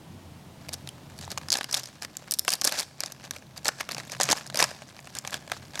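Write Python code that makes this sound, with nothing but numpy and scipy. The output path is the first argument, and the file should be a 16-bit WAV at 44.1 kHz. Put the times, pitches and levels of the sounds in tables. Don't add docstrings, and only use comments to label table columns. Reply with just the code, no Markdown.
import sys
import numpy as np
from scipy import signal
from scipy.fft import rfft, irfft
from scipy.io import wavfile
from scipy.ndimage import uniform_filter1d

SR = 44100
rng = np.random.default_rng(int(sys.argv[2]) if len(sys.argv) > 2 else 0)


def unload_audio(sound):
    columns = np.transpose(np.atleast_2d(sound))
    steps = np.round(np.clip(columns, -1, 1) * 32767)
    wavfile.write(sys.argv[1], SR, steps.astype(np.int16))


N = 255780


def snaps():
    # (time [s], level [dB], patch pitch [Hz], knock on the pack [dB re level])
    loud_creases = [(0.6862, -29, 2400, -7), (0.6909, -21.5, 4734, -12), (0.7342, -17, 4880, -24),
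                    (0.7402, -19.5, 5520, -28), (0.8742, -26.5, 3880, -10), (0.8898, -25, 3145, -18),
                    (1.189, -28, 4500, -8), (1.2117, -27.5, 4600, -13), (1.2782, -25, 880, -17),
                    (1.3037, -24, 4693, -19), (1.3162, -17.5, 4400, -26.5), (1.321, -31, 446, -24),
                    (1.3759, -18.5, 7000, -8.5), (1.3808, -19.5, 5530, -16), (1.4854, -21.5, 5094, -14),
                    (1.5036, -10, 4893, -32), (1.5198, -2.5, 4890, -37), (1.5273, 0, 4924, -33),
                    (1.5346, -9.5, 4365, -27), (1.5396, -5, 4600, -29), (1.554, -10.5, 4030, -3.5),
                    (1.571, -10, 5106, -20), (1.5858, -14, 5145, -9.5), (1.6099, -19.5, 3615, 2),
                    (1.631, -20, 3990, -15), (1.643, -15, 4926, -6), (1.712, -15, 5460, -18),
                    (1.7265, -11.5, 5800, -18), (1.7293, -10, 4947, -21), (1.7429, -4.5, 3590, -17.5),
                    (1.7473, -5.5, 5294, -38), (1.7705, -12, 5374, -25), (1.7744, -12, 4500, -19),
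                    (1.7961, -15.5, 6130, -22), (1.8337, -23, 5347, -22), (1.8384, -22.5, 5188, -22),
                    (1.8572, -20.5, 4957, -18), (2.0222, -16, 5100, -15), (2.0314, -20, 5250, -18),
                    (2.0485, -18, 5193, -7.5), (2.1688, -13.5, 7235, -26), (2.3105, -9, 5620, -53.5),
                    (2.3197, -11, 5600, -36), (2.323, -13, 4960, -20), (2.3385, -6.5, 5600, -45),
                    (2.3435, -18.5, 5540, -44), (2.373, -37, 5400, -32), (2.3883, -9.5, 5500, -22),
                    (2.3935, -4.5, 5240, -35), (2.4495, -20.5, 5213, -7), (2.4799, -6.5, 4700, -6.5),
                    (2.4909, -5, 6006, -29), (2.5042, -6, 5120, -29), (2.5198, -8, 9300, -30.5),
                    (2.5286, -7.5, 5115, -13.5), (2.536, -3.5, 4740, -32), (2.5404, -13, 5160, -34),
                    (2.554, -18, 4250, -31), (2.6133, -8.5, 5785, -25), (2.6177, -10.5, 4970, -11),
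                    (2.6365, -18, 5500, -22), (2.6437, -6, 5368, -17), (2.6487, -4, 9050, -18),
                    (2.6519, -4, 6190, -15), (2.6724, -4.5, 5750, -28), (2.6748, -0.5, 5390, -18.5),
                    (2.694, -15, 3440, -14.5), (2.7232, -8, 4350, -9.5), (2.7814, -22, 4627, -28),
                    (2.7892, -6, 4606, -33.5), (2.7963, -6, 5388, -25), (2.8019, -8.5, 4657, -20),
                    (2.8085, -11, 7990, -19), (2.8296, -18, 3610, -14), (3.005, -7.5, 5670, -15),
                    (3.0355, -11, 4703, -12.5), (3.0606, -13.5, 5096, -25), (3.1217, -17.5, 6158, -17),
                    (3.3092, -11, 5854, -10.5), (3.3638, -25, 2323, -6.5), (3.5773, -20, 4753, -22.5),
                    (3.647, -16, 5503, -25), (3.6554, -9, 4313, -16.5), (3.682, -3.5, 5185, -24),
                    (3.6873, -11.5, 2880, 2), (3.8061, -21.5, 2190, 1), (3.8097, -13.5, 2171, -12.5),
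                    (3.8899, -21, 2234, -4), (3.9123, -18.5, 4340, -9.5), (3.9189, -13, 4557, -17),
                    (3.9473, -17.5, 5100, -9.5), (3.967, -31.5, 2280, 3), (3.9811, -18.5, 4486, -5.5),
                    (4.0002, -21.5, 1940, -4), (4.0978, -25, 2410, -9), (4.119, -17.5, 6130, -19.5),
                    (4.152, -33, 5000, -8), (4.2009, -11, 5990, -1), (4.2107, -6, 4930, -12),
                    (4.2161, -8.5, 6504, -31.5), (4.2326, -4, 6900, -24), (4.2394, -11, 6234, -18),
                    (4.2536, -15.5, 5940, -12), (4.2888, -14, 2685, -5), (4.302, -12, 5563, -0.5),
                    (4.3124, -5, 5830, -12.5), (4.3172, -8, 4720, -30), (4.3203, -1.5, 6630, -22),
                    (4.3281, -3.5, 6674, -2), (4.37, -17, 5005, -22), (4.3986, -23, 5543, -40),
                    (4.465, -17.5, 7000, -22), (4.4744, -22, 5235, -20.5), (4.5001, -20.5, 4244, -9),
                    (4.5447, -14, 4902, -8.5), (4.5569, -7, 5600, -14.5), (4.5729, -6, 5042, -14),
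                    (4.5907, -2.5, 6200, -18), (4.5978, -6, 1732, -27), (4.6012, -8, 5700, -0.5),
                    (4.6015, -38, 770, -20), (4.6044, -3.5, 5556, -26), (4.6087, -10, 6207, -25),
                    (4.6137, -14, 5410, -2), (4.62, -17.5, 4900, -2.5), (4.625, -6, 1020, -6),
                    (4.6262, 1.5, 4756, -9), (4.6404, -1.5, 5440, -10.5), (4.7077, -23, 5060, -8),
                    (5.0723, -28.5, 2500, 0.5), (5.1513, -15, 8390, -24), (5.1692, -21, 5520, -24),
                    (5.1866, -11.5, 7300, -46.5), (5.2495, -27, 3447, 3.5), (5.2749, -15.5, 6150, -6),
                    (5.307, -22.5, 6840, -24), (5.3293, -22, 3340, -8), (5.342, -14.5, 3430, -6.5),
                    (5.477, -30, 2290, 0), (5.5173, -18.5, 2197, 2.5), (5.7556, -21, 3570, -5),
                    (5.7938, -16, 5940, -7)]
    times, db, hz, knock_db = np.transpose(loud_creases)
    tick_db = by_tautness(times, slack_db=-5, taut_db=8) + 3.5 * rng.standard_normal(len(times))
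    return creases(times, db, hz, tick_db, knock_db, ring_t60=0.0055, tick_t60=0.008, knock_t60=0.02)


def crackle():
    # (centre time [s], half length [s], level [dB])
    crumples = [(0.737, 0.0092, -37.5), (1.229, 0.046, -49.5), (1.316, 0.012, -41), (1.534, 0.016, -33.5),
                (1.561, 0.0284, -34.5), (1.697, 0.00966, -40), (1.765, 0.033, -31.5),
                (1.857, 0.0365, -45.5), (2.031, 0.018, -41.5), (2.348, 0.00672, -41.5),
                (2.486, 0.0071, -24.5), (2.525, 0.027, -30.5), (2.671, 0.021, -25.5), (2.742, 0.034, -32),
                (2.786, 0.015, -25), (2.83, 0.01546, -38), (3.049, 0.06, -44.5), (3.252, 0.022, -43.5),
                (3.355, 0.0279, -45.5), (3.574, 0.01225, -42), (3.673, 0.018, -29.5), (3.801, 0.018, -37.5),
                (3.92, 0.018, -41), (3.99, 0.01985, -44), (4.127, 0.0152, -39), (4.22, 0.0172, -32),
                (4.27, 0.01805, -38), (4.314, 0.017, -26), (4.372, 0.02097, -35.5), (4.612, 0.036, -28),
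                (4.695, 0.029, -43), (5.172, 0.0292, -43.5), (5.279, 0.021, -43.5), (5.346, 0.0235, -40),
                (5.532, 0.0388, -44), (5.794, 0.054, -46)]
    # (time [s], level [dB])
    fidget = [(.6, -67), (1.9, -56), (3.5, -61), (4.05, -51), (4.9, -52), (5.8, -58)]
    start_s, max_per_s, densest_db, centre_hz = .6, 2200, -36, 5360
    span = N / SR - start_s
    when, size, pitch, edge, depth, chance = rng.random((int(max_per_s * span), 6)).T
    times = start_s + when * span
    centre, half, level_db = np.transpose(crumples)
    squeeze_power = (undb(level_db) / (1 + ((times[:, None] - centre) / half) ** 4)) ** 2
    flicker_db = 1.6 * walk(rate=25)[(times * SR).astype(int)]
    fidget_power = undb(np.interp(times, *np.transpose(fidget)) + flicker_db) ** 2
    power = squeeze_power.sum(axis=1) + fidget_power
    squeeze_knock = undb(by_tautness(centre, slack_db=-1.5, taut_db=-10))
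    knock_power = squeeze_power @ squeeze_knock ** 2 + fidget_power * undb(-2) ** 2
    share = np.clip(np.sqrt(power) / undb(densest_db), .13, 1)
    buckles = chance < share
    accent_db = np.minimum(-4.2 * np.log(1 - size), 14.)
    db = 10 * np.log10(power / share) - 0.6 + accent_db
    hz = centre_hz * np.exp(0.8 * (pitch - .5))
    tick_db = -8 + 22 * (edge - .5)
    knock_db = 10 * np.log10(knock_power / power) - 10.5 + 28 * (depth - .5)
    return creases(times[buckles], db[buckles], hz[buckles], tick_db[buckles], knock_db[buckles],
                   ring_t60=0.0042, tick_t60=0.0018, knock_t60=0.014)


def creases(times, db, hz, tick_db, knock_db, ring_t60, tick_t60, knock_t60):
    # (frequency [Hz], width [Hz], relative level [dB])
    pack_modes = [(290, 148, -10.5), (615, 152.3, -4.5), (774, 145, -7.5), (1105, 920, -5.5),
                  (1638, 198, -5.5), (2280, 610, -13.5)]
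    patch_hz, soft_below_hz = 4950, 1560
    t = np.arange(300) / SR
    length, side, noise, shove = np.split(rng.standard_normal((len(times), 602)), [1, 2, 302], axis=1)
    place_db = 4.24 * rng.standard_normal((len(times), len(pack_modes)))
    size = undb(db)[:, None]
    rise = 1 - np.exp(-t / .0001)
    breadth = np.sqrt(patch_hz / hz)[:, None]
    sharpness = size * np.minimum(hz / soft_below_hz, 1)[:, None] ** 2
    patch = np.sin(2 * np.pi * hz[:, None] * t) * np.sign(side)
    ring = scatter(times, size * rise * fade(t, ring_t60 * breadth * np.exp(length / 7)) * patch)
    burst = shaped_noise(noise, rise * (fade(t, tick_t60) + 0.21 * fade(t, 0.033)))
    edge = shaped_noise(noise, rise * (fade(t, 0.00098) + 0.038 * fade(t, 0.017)))
    bursts = scatter(times, sharpness * burst)
    crack = band(band(bursts, hz=5740, width=5650), hz=6620, width=5200)
    edges = scatter(times, sharpness * undb(tick_db)[:, None] * edge)
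    tick = signal.sosfilt(signal.butter(3, [6800, 12900], "band", fs=SR, output="sos"), edges)
    push = size * undb(knock_db)[:, None] * shaped_noise(shove, rise * fade(t, knock_t60))
    knock = sum(band(scatter(times, push * undb(mode_db + place)[:, None]), mode_hz, width)
                for (mode_hz, width, mode_db), place in zip(pack_modes, place_db.T))
    foil = 1.03 * ring + 1.11 * crack + 2.7 * tick + 4.03 * knock
    return signal.lfilter([.2, .6, .2], [1], foil)


def by_tautness(times, slack_db, taut_db):
    # (time [s], tautness [0-1])
    tautness = [(.6, 0.79), (1.25, 0.64), (1.52, 0.27), (1.6, 0.33), (1.77, 0.83), (2.05, 0.32),
                (2.33, 0.94), (2.66, 0.68), (2.74, 0.39), (2.8, 0.66), (3.05, 0.05), (3.6, 0.64), (4.0, .0),
                (4.2, 0.22), (4.6, 0), (5.15, 0.3), (5.5, 0)]
    return slack_db + (taut_db - slack_db) * np.interp(times, *np.transpose(tautness))


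def echoes(x):
    t = np.arange(SR // 4) / SR
    tail = undb(-52.5) * fade(t, t60=0.65) * (t > .004) * rng.standard_normal(len(t))
    dull_tail = signal.lfilter([.6], [1, -.4], tail)
    return x + signal.fftconvolve(x, dull_tail)[:N]


def room_tone():
    # (frequency [Hz], level [dB per Hz])
    noise_floor = [(30, -89.5), (60, -87), (85, -83), (140, -80), (200, -76.5), (300, -79.5), (450, -86),
                   (650, -83.5), (1000, -87.5), (1500, -93.5), (3300, -95), (13000, -106), (16000, -111)]
    # (frequency [Hz], width [Hz], boost [dB])
    room_modes = [(88.6, 7.3, 15), (126.7, 12, 3.5), (135.3, 18, 10.5)]
    floor_hz, floor_db = np.transpose(noise_floor)
    freqs = np.arange(1, N // 2 + 2) * SR / N
    spectrum = undb(np.interp(np.log(freqs), np.log(floor_hz), floor_db))
    air = irfft(rfft(rng.standard_normal(N)) * spectrum, N) * np.sqrt(SR / 2)
    return air + sum(undb(db + 5 * walk(rate=3.125)) * band(air, hz, width) for hz, width, db in room_modes)


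def undb(db):
    return 10 ** (np.asarray(db) / 20)


def fade(t, t60):
    return np.exp(-np.log(1000) * t / t60)


def band(x, hz, width):
    return signal.lfilter(*signal.iirpeak(hz, hz / width, fs=SR), x)


def walk(rate):
    hold = int(SR / rate)
    steps = np.repeat(rng.standard_normal(N // hold + 1), hold)
    return uniform_filter1d(uniform_filter1d(steps, hold), hold)[:N]


def shaped_noise(noise, shape):
    rows = noise * shape
    return rows * np.sqrt(np.sum(shape ** 2) / np.sum(rows ** 2, axis=1, keepdims=True))


def scatter(times, grains):
    at = (np.asarray(times) * SR).astype(int)[:, None] + np.arange(grains.shape[1])
    return np.bincount(at.ravel(), grains.ravel(), N + SR)[:N]


def follow(x, attack_s, release_s, block=256):
    peaks = np.abs(x[:len(x) // block * block]).reshape(-1, block).max(axis=1)
    envelope, level = np.empty(len(peaks)), 0.
    for i, peak in enumerate(peaks):
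        level += (peak - level) * block / SR / (attack_s if peak > level else release_s)
        envelope[i] = level
    return np.interp(np.arange(len(x)), (np.arange(len(peaks)) + 1) * block, envelope)


def scene():
    return (echoes(snaps() + crackle()) + room_tone())[None]


def record(dry):
    threshold_db, top_hz = -8.5, 16500
    envelope = follow(dry[0], attack_s=0.0042, release_s=1.17)
    gain = np.minimum(undb(threshold_db) / (envelope + 1e-9), 1) ** 0.54
    return signal.sosfilt(signal.ellip(10, .2, 75, top_hz, fs=SR, output="sos"), dry * gain)


dry = scene()
out = record(dry)
unload_audio(out)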